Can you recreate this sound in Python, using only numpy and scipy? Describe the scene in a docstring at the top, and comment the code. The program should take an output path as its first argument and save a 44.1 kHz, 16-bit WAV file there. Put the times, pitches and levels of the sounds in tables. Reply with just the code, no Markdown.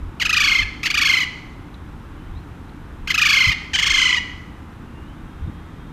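"""A large parakeet on top of its cage gives two pairs of harsh squawks in a tiled room.
Each squawk is one reedy tone from its voice box, shaped by its throat and beak. The pitch swoops
up and down about 26 times a second: broken yelps at first, then joined, sinking and narrowing.
Behind it are small ticks, faint distant bird whistles, bumps on the hand-held microphone
and a steady low rumble."""
import sys
import numpy as np
from scipy import signal
from scipy.fft import rfft, irfft
from scipy.io import wavfile
from scipy.ndimage import uniform_filter1d, minimum_filter1d

SR = 44100
rng = np.random.default_rng(int(sys.argv[2]) if len(sys.argv) > 2 else 0)


def put_to_file(sound):
    """Save the sound as 16-bit audio at rate SR, in the file named by the first command-line argument."""
    columns = np.atleast_2d(sound).T  # one column per channel
    safe = np.clip(columns, -1, 1)
    whole_steps = np.round(safe * 32767)
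    wavfile.write(sys.argv[1], SR, whole_steps.astype(np.int16))


N = 261072
TIME = np.arange(N) / SR


# How throat and beak shape the voice, facing us and turned aside: frequency_hz, gain_db
THROAT_FACING = [(850, -29), (1400, -14), (1850, -7.5), (2060, -1.5), (2550, -6), (3100, -5), (3750, -18.5),
                 (4400, -14), (5600, -22.5), (6500, -23.5), (7600, -35), (9600, -45.5), (13000, -39),
                 (14300, -48)]
THROAT_ASIDE = [(850, -22), (1400, -13.5), (1850, -4.5), (2060, -0.5), (2350, -4.5), (2650, -7),
                (2950, -0.5), (3150, 1), (3700, -17), (4200, -13), (5600, -16.5), (6500, -16.5),
                (7600, -26.5), (9600, -41.5), (13000, -46), (14300, -37)]
# The softer glide that opens each squawk (a dip is the bottom of a swoop, a crest its top):
# start_s, start_hz, midway_hz, first_dip_hz, glide_db, first_dip_db
OPENINGS = [(.199, 1479, 1125, 928, -19, -13), (.831, 1101, 1355, 878, -19, -14),
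            (3.074, 1176, 1628, 1003, -21.5, -14.5), (3.734, 973, 778, 779, -20.5, -16.5)]
# The warble that follows, swelling to a climax and sinking (a share runs from 0 to 1):
# first_dip_s, last_regular_dip_s, closing_dip_s, climax_share, climax_db, late_db, closing_db
WARBLES = [(0.2225, 0.5938, 0.63, 0.42, -8.5, -16, -20.5), (0.8646, 1.216, 1.239, .38, -9.5, -16.5, -20),
           (3.1088, 3.4869, 3.529, .31, -8, -15.5, -17.5), (3.7555, 4.136, 4.178, .31, -12.5, -16, -16)]
# The pitches each warble swings between: highest_dip_share, highest_dip_hz, late_dip_hz,
# first_crest_hz, climax_crest_hz, late_crest_hz, closing_hz
PITCH_RANGES = [(.17, 1280, 1040, 1970, 1965, 1280, 850), (.22, 1185, 1000, 1720, 1990, 1210, 960),
                (.1, 1265, 1015, 1890, 1940, 1315, 928), (.3, 1072, 987, 1680, 1950, 1310, 962)]

def parakeet():
    """Four squawks: three facing us, the last with the head turned aside."""
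    first, second, third, fourth = map(swoop_plan, OPENINGS, WARBLES, PITCH_RANGES)
    return (squawk(first, THROAT_FACING, gain_db=-1, tilt_db=1.5, closing_db=-3.5,
                   jitter=.0079, hiss_db=-23, release_s=.0069)
            + squawk(second, THROAT_FACING, gain_db=-1, tilt_db=2, closing_db=-2.5,
                     jitter=.0076, hiss_db=-28, release_s=.0041)
            + squawk(third, THROAT_FACING, gain_db=0, tilt_db=1.36, closing_db=-3,
                     jitter=.011, hiss_db=-21, release_s=.0042)
            + squawk(fourth, THROAT_ASIDE, gain_db=-1, tilt_db=1, closing_db=-7,
                     jitter=.0084, hiss_db=-20, release_s=.01))


# The voice box rasps before it settles on a pitch: time_s, length_s, roughness (0 to 1)
RASPS = [(.228, 0.0054, 0.61), (0.834, 0.012, 0.88), (3.077, 0.0092, 0.98), (3.739, 0.0053, 0.5),
         (3.768, .008, 0.3)]
# Strength of the three lowest harmonics at the voice box: gain_db
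LOW_HARMONICS_DB = [0., 0., -1.5]

def squawk(swoops, throat, gain_db, tilt_db, closing_db, jitter, hiss_db, release_s):
    """Shaky harmonics (multiples of the pitch) ring in the throat, and air hisses with each vibration."""
    start, end = swoops[0][0], swoops[-1][0] + release_s
    span = (TIME > start - .01) & (TIME < end + .01)
    t = TIME[span]
    pitch, level_db, catch = swoop_track(swoops, t)
    rasp = .21 * catch + sum(rough * np.exp(-(2 * (t - s) / length) ** 2) for s, length, rough in RASPS)
    shake = (jitter + .131 * rasp) * wander(len(t), hz=792)
    pitch = pitch * (1 + shake + .00573 * wander(len(t), hz=150))
    phase = 2 * np.pi * np.cumsum(pitch) / SR
    # Brightness, in dB per octave: the closing beak dulls it, and so do strained high notes.
    beak_closed = np.clip(1 - (end - t) / .23, 0, 1)
    strain = np.maximum(np.log2(pitch / 1490), 0)
    slope_db = tilt_db + closing_db * beak_closed - 22 * strain
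    tone = 0
    for k in range(1, 17):
        harmonic_hz = k * pitch
        octaves = max(np.log2(k / 2), 0)  # above the second harmonic
        # Every harmonic flickers, the upper ones more as the call goes on.
        flicker_db = 1.43 + 2.5 * min(octaves, 1) * (t - start) / (end - start)
        harmonic_db = at_hz(throat, harmonic_hz) + windpipe_db(harmonic_hz) + slope_db * octaves
        harmonic_db += flicker_db * wander(len(t), hz=167)
        harmonic_db += LOW_HARMONICS_DB[k - 1] if k <= len(LOW_HARMONICS_DB) else 0
        tone += np.sqrt(2) * from_db(harmonic_db) * np.sin(k * phase) * (harmonic_hz < SR / 2)
    air = coloured(rng.standard_normal(len(t)) * (1 + np.cos(phase)), throat)
    # The hiss sits above the main harmonics; a rasp reaches much lower.
    hiss = from_db(hiss_db) * rms_one(filtered(filtered(air, 4700, "high"), 4700, "high"))
    rattle = .38 * rasp * rms_one(filtered(air, 1200, "high"))
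    out = np.zeros(N)
    out[span] = (tone + hiss + rattle) * from_db(level_db + gain_db) * voicing(t, start, end)
    return out


# The voice weakens at the crests, most in the strained early ones: warble_share, gain_db
CREST_LOSS = [(0, -6), (.25, -8), (.45, -6.5), (.6, -1.5), (1, -3.5)]

def swoop_plan(opening, warble, pitch_range, swoops_per_s=26.2, quickening=.02764):
    """Lay out one squawk's slowly quickening swoops: time_s, dip_hz, crest_hz, dip_db, crest_db."""
    start, start_hz, midway_hz, low_hz, glide_db, first_db = opening
    first, last, close, climax, climax_db, late_db, close_db = warble
    turn, high_dip_hz, late_dip_hz, first_crest_hz, top_hz, late_crest_hz, close_hz = pitch_range
    count = round((last - first) * swoops_per_s)
    at_dip = np.arange(count + 1) / count
    at_crest = at_dip + .5 / count
    times = first + (last - first) * at_dip * (1 + quickening * (1 - at_dip))
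    # The dips climb fast, then level out as they sink.
    rising = high_dip_hz + (low_hz - high_dip_hz) * np.clip(1 - at_dip / turn, 0, 1) ** 2.2
    sinking = late_dip_hz + (high_dip_hz - late_dip_hz) * ((1 - at_dip) / (1 - turn)) ** 1.7
    dip_hz = np.where(at_dip < turn, rising, sinking)
    # After the climax the crests fall steadily.
    fall_hz = (top_hz - late_crest_hz) * np.maximum(at_crest - climax, 0) / (1 - climax)
    crest_hz = np.interp(at_crest, [0, climax], [first_crest_hz, top_hz]) - fall_hz
    dip_db, effort_db = np.interp([at_dip, at_crest], [0, climax, 1], [first_db, climax_db, late_db])
    crest_db = effort_db + np.interp(at_crest, *np.transpose(CREST_LOSS))
    return np.vstack([(start, start_hz, midway_hz, glide_db, glide_db),
                      np.c_[times, dip_hz, crest_hz, dip_db, crest_db],
                      (close, close_hz, close_hz, close_db, close_db)])


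def swoop_track(swoops, t, dwell=.8, settling=1.5, catch_at=.382, snap=6.3):
    """The voice swings from dip to crest and back, resting ever longer in the dips."""
    dips, dip_hz, crest_hz, dip_db, crest_db = np.transpose(swoops)
    turns = np.arange(2 * len(dips) - 1)  # even at dips, odd at crests
    turn_hz = np.c_[dip_hz, crest_hz].ravel()[:-1]
    turn_db = np.c_[dip_db, crest_db].ravel()[:-1]
    turn_s = np.interp(turns / 2, np.arange(len(dips)), dips)
    place = np.interp(t, turn_s, turns)
    progress = np.interp(t, dips[[0, -1]], [0, 1])
    # Early swoops climb quickly out of each dip and drop fast; late ones slide down and flick up.
    lean = .298 * progress - .096 * (1 - progress)
    sharpness = (dwell + settling * progress) * (1 + lean * np.sin(np.pi * place))
    swing = (np.sin(np.pi * place / 2) ** 2) ** sharpness
    nearest_dip = 2 * np.round(place / 2)
    falling = place < nearest_dip
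    pitch = np.interp(nearest_dip + np.where(falling, -swing, swing), turns, turn_hz)
    # Going down, the voice box membranes catch and jump to full strength; going up, they fade.
    slack = (1 + np.tanh(snap * (swing - catch_at))) / 2
    level_db = np.interp(nearest_dip + np.where(falling, -slack, swing), turns, turn_db)
    catch = 4 * slack * (1 - slack) * falling * (1 - progress)
    return pitch, level_db, catch


# The voice cuts out at the top of some early swoops: stop_s, resume_s
VOICE_BREAKS = [(.236, .249), (.275, .2935), (.32, .328), (.883, .902), (.92, .942), (3.125, 3.1425),
                (3.162, 3.178)]

def voicing(t, start, end, edge_s=.0021, fade_s=.007):
    """1 while the voice box vibrates, 0 in its breaks and outside the call, with soft edges."""
    on = t > start
    for stop, resume in VOICE_BREAKS:
        on &= (t < stop) | (t > resume)
    fade = np.clip(.5 + (end - t) / fade_s, 0, 1)
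    return uniform_filter1d(on * 1., int(edge_s * SR)) * fade


# Narrow bands where the windpipe rings: centre_hz, width_hz, boost_db
WINDPIPE = [(2101, 82, 3), (3020, 510, 0), (4310, 300, 3), (6390, 230, 4), (8560, 510, 6.5),
            (13000, 890, 2.5)]

def windpipe_db(hz):
    """A harmonic grows louder as it sweeps through a band where the windpipe rings."""
    return sum(db / (1 + (2 * (hz - centre) / width) ** 2) for centre, width, db in WINDPIPE)


# Light taps: start_s, level_db
TICKS = [(1.742, -42), (2.694, -50.5)]
# Their tone colour: frequency_hz, gain_db
TICK_COLOUR = [(1200, -25), (2400, -5), (3200, -3), (4000, 4), (4600, -15), (7000, -26), (12000, -30)]

def ticks(fade_s=.033):
    """Taps of beak or claw, each a burst of noise that dies quickly."""
    envelope = sum(from_db(db - 60 * np.clip((TIME - s) / fade_s, 0, 2)) * (TIME > s) for s, db in TICKS)
    return envelope * rms_one(coloured(rng.standard_normal(N), TICK_COLOUR))


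# Far-off birds, one list of points for each whistle: time_s, pitch_hz, level_db
WHISTLES = [
    [(2.16, 2950, -70), (2.24, 3050, -64), (2.31, 3250, -67), (2.36, 3750, -59), (2.39, 4150, -60)],
    [(4.87, 2790, -64), (4.95, 2770, -61), (5.06, 2880, -64), (5.13, 3150, -64), (5.18, 3700, -64)],
    [(5.25, 3240, -73), (5.65, 3250, -68), (5.92, 3240, -69)],
    [(5.25, 3660, -71), (5.92, 3650, -73)],
]

def whistle(points, waver=.007, waver_per_octave=.028):
    """A distant bird's thin tone, which grows less steady if it curls upward."""
    times, hz, level_db = np.transpose(points)
    pitch = np.interp(TIME, times, hz)
    unsteadiness = waver + waver_per_octave * np.log2(pitch / hz[0])
    pitch = pitch * (1 + unsteadiness * wander(N, hz=149))
    sounding = (TIME > times[0]) & (TIME < times[-1])
    gain = filtered(from_db(np.interp(TIME, times, level_db)) * sounding + 1e-18, 60, "low")
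    flutter = from_db(3 * wander(N, hz=35))
    return np.sqrt(2) * gain * flutter * np.sin(2 * np.pi * np.cumsum(pitch) / SR)


# Bumps on the microphone: peak_s, level_db, length_s, top_hz
BUMPS = [(0.036, -25, 0.028, 90), (.07, -29, 0.03, 79), (.44, -32, .03, 70), (0.633, -29, 0.067, 100),
         (2.343, -28, 0.048, 87), (3.056, -29.5, 0.037, 59.7), (3.491, -19.5, 0.021, 135),
         (3.95, -33.5, 0.14, 70), (5.44, -22.5, .022, 85), (5.49, -25.5, 0.015, 228)]

def bumps():
    """Soft low thuds carried through the hand that holds the microphone."""
    out = np.zeros(N)
    for peak_s, level_db, length_s, top_hz in BUMPS:
        swell = np.exp(-((TIME - peak_s) / length_s) ** 2)
        thud = swell * filtered(wander(N, hz=top_hz), [22, top_hz], "band")
        out += from_db(level_db) * thud * np.sqrt(np.sum(swell ** 2) / np.sum(thud ** 2))
    return out


# Tone colour of the rumble: frequency_hz, gain_db
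RUMBLE_COLOUR = [(15, -32), (25, -1.5), (65, -1), (144, -9.5), (301, -8), (363, -15), (448, -20),
                 (616, -25.5), (868, -20), (1290, -21), (2310, -31), (3930, -38), (4370, -43.5),
                 (14000, -53)]
# Low humming tones: pitch_hz, level_db
HUM_TONES = [(85, -47.5), (129, -49), (166, -50)]

def background(rumble_db=-37):
    """A steady rumble of noise with a few wavering hums."""
    rumble = from_db(rumble_db) * rms_one(coloured(rng.standard_normal(N), RUMBLE_COLOUR))
    hum = 0
    for pitch_hz, level_db in HUM_TONES:
        phase = 2 * np.pi * np.cumsum(pitch_hz + 4 * wander(N, hz=5.9)) / SR
        hum += from_db(level_db) * np.sqrt(2) * np.sin(phase)
    return rumble + hum


def wall_echo(x, level_db=-17, delay_s=.00242):
    """One clear bounce off the wall behind the bird."""
    return from_db(level_db) * np.interp(TIME - delay_s, TIME, x, left=0)


# How long the room takes to fade by 60 dB: frequency_hz, fade_s
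ROOM_FADE = [(1000, 0.87), (2100, 0.7141), (4000, 0.6753), (7000, 0.8), (14000, 0.3)]
# Colour of the first echoes, which catch treble beamed past the microphone: frequency_hz, gain_db
EARLY_COLOUR = [(800, -11), (2100, -4.5), (3000, 2), (4500, 0.5), (7000, -1.5), (14000, 3)]
# Colour of the lingering tail: frequency_hz, gain_db
TAIL_COLOUR = [(800, 2.5), (2100, 0.5), (3000, -1.5), (4500, -1.5), (6500, -5.5), (9000, -2), (14000, -3)]

def room(x, early_db, tail_db, early_fade_s=.06, gap_s=.0007, echoes_per_s=2500):
    """Echoes scatter off the near wall and floor, then blur into a tail whose top end dies first."""
    t = TIME[:SR]
    arrived = t > gap_s
    early = rng.standard_normal(SR) * (rng.random(SR) < echoes_per_s / SR)
    early *= from_db(-60 * t / early_fade_s) * arrived
    edges_hz = np.geomspace(500, 16000, 11)
    tail = 0
    for low, high in zip(edges_hz, edges_hz[1:]):
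        band = filtered(rng.standard_normal(SR), [low, high], "band")
        tail += band * from_db(-60 * t / at_hz(ROOM_FADE, np.sqrt(low * high))) * arrived
    early = from_db(early_db) * coloured(rms_one(early), EARLY_COLOUR)
    tail = from_db(tail_db) * coloured(rms_one(tail), TAIL_COLOUR)
    response = (early + tail) * (t < .9) / np.sqrt(SR)
    return signal.fftconvolve(x, response)[:N]


# Stereo width, as the level of the sides against the middle: frequency_hz, side_db
STEREO_WIDTH = [(2500, -67.5), (3500, -58), (4500, -32), (6000, -18.5), (8500, -8), (14000, -11.5)]

def widened(x, spread_s=.035):
    """The high treble is spread a little between left and right; lower sounds stay centred."""
    scatter = rng.standard_normal(int(spread_s * SR))
    scatter /= np.sqrt(np.sum(scatter ** 2))
    side = coloured(signal.fftconvolve(x, scatter)[:N], STEREO_WIDTH)
    return np.array([x + side, x - side])


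def limited(x, ceiling_db, hold_s=.0036):
    """A fast limiter turns down the tops of the loudest swoops."""
    size = int(hold_s * SR)
    gain = np.minimum(1, from_db(ceiling_db) / (np.abs(x).max(axis=0) + 1e-9))
    return x * uniform_filter1d(minimum_filter1d(gain, size), size)


def from_db(db):
    """Turn decibels into a number to multiply by."""
    return 10 ** (np.asarray(db) / 20)


def rms_one(x):
    """Scale a signal to an average power of 1."""
    return x / np.sqrt(np.mean(x ** 2) + 1e-20)


def at_hz(points, hz):
    """Read between the rows of a frequency table, with octaves evenly spaced."""
    freqs, values = np.transpose(points)
    return np.interp(np.log(np.maximum(hz, 1)), np.log(freqs), values)


def coloured(x, colour):
    """Boost or cut each frequency by a table of frequency_hz, gain_db."""
    size = x.shape[-1]
    return irfft(rfft(x) * from_db(at_hz(colour, np.fft.rfftfreq(size, 1 / SR))), size)


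def filtered(x, hz, kind):
    """Gently keep the lows, the highs or a band."""
    return signal.sosfilt(signal.butter(2, hz, kind, fs=SR, output="sos"), x)


def wander(size, hz):
    """A random wobble, mostly slower than hz and about 1 in size."""
    return rms_one(filtered(rng.standard_normal(size + SR), hz, "low")[SR // 2:])[-size:]


def scene():
    """The bird close in front, the room around it, whistles from far off."""
    bird = parakeet()
    near = bird + wall_echo(bird) + ticks()
    far = sum(whistle(points) for points in WHISTLES)
    far = far + room(far, early_db=-6, tail_db=-7)
    near = near + room(near, early_db=-14.5, tail_db=-11.5)
    return widened(near + far + background() + bumps())


def record(dry, cutoff_hz=14300):
    """Peaks are held down and the highest treble is cut steeply."""
    treble_cut = signal.ellip(10, .1, 80, cutoff_hz, fs=SR, output="sos")
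    return signal.sosfilt(treble_cut, limited(dry, ceiling_db=-4.5))


dry = scene()
out = record(dry)
put_to_file(out)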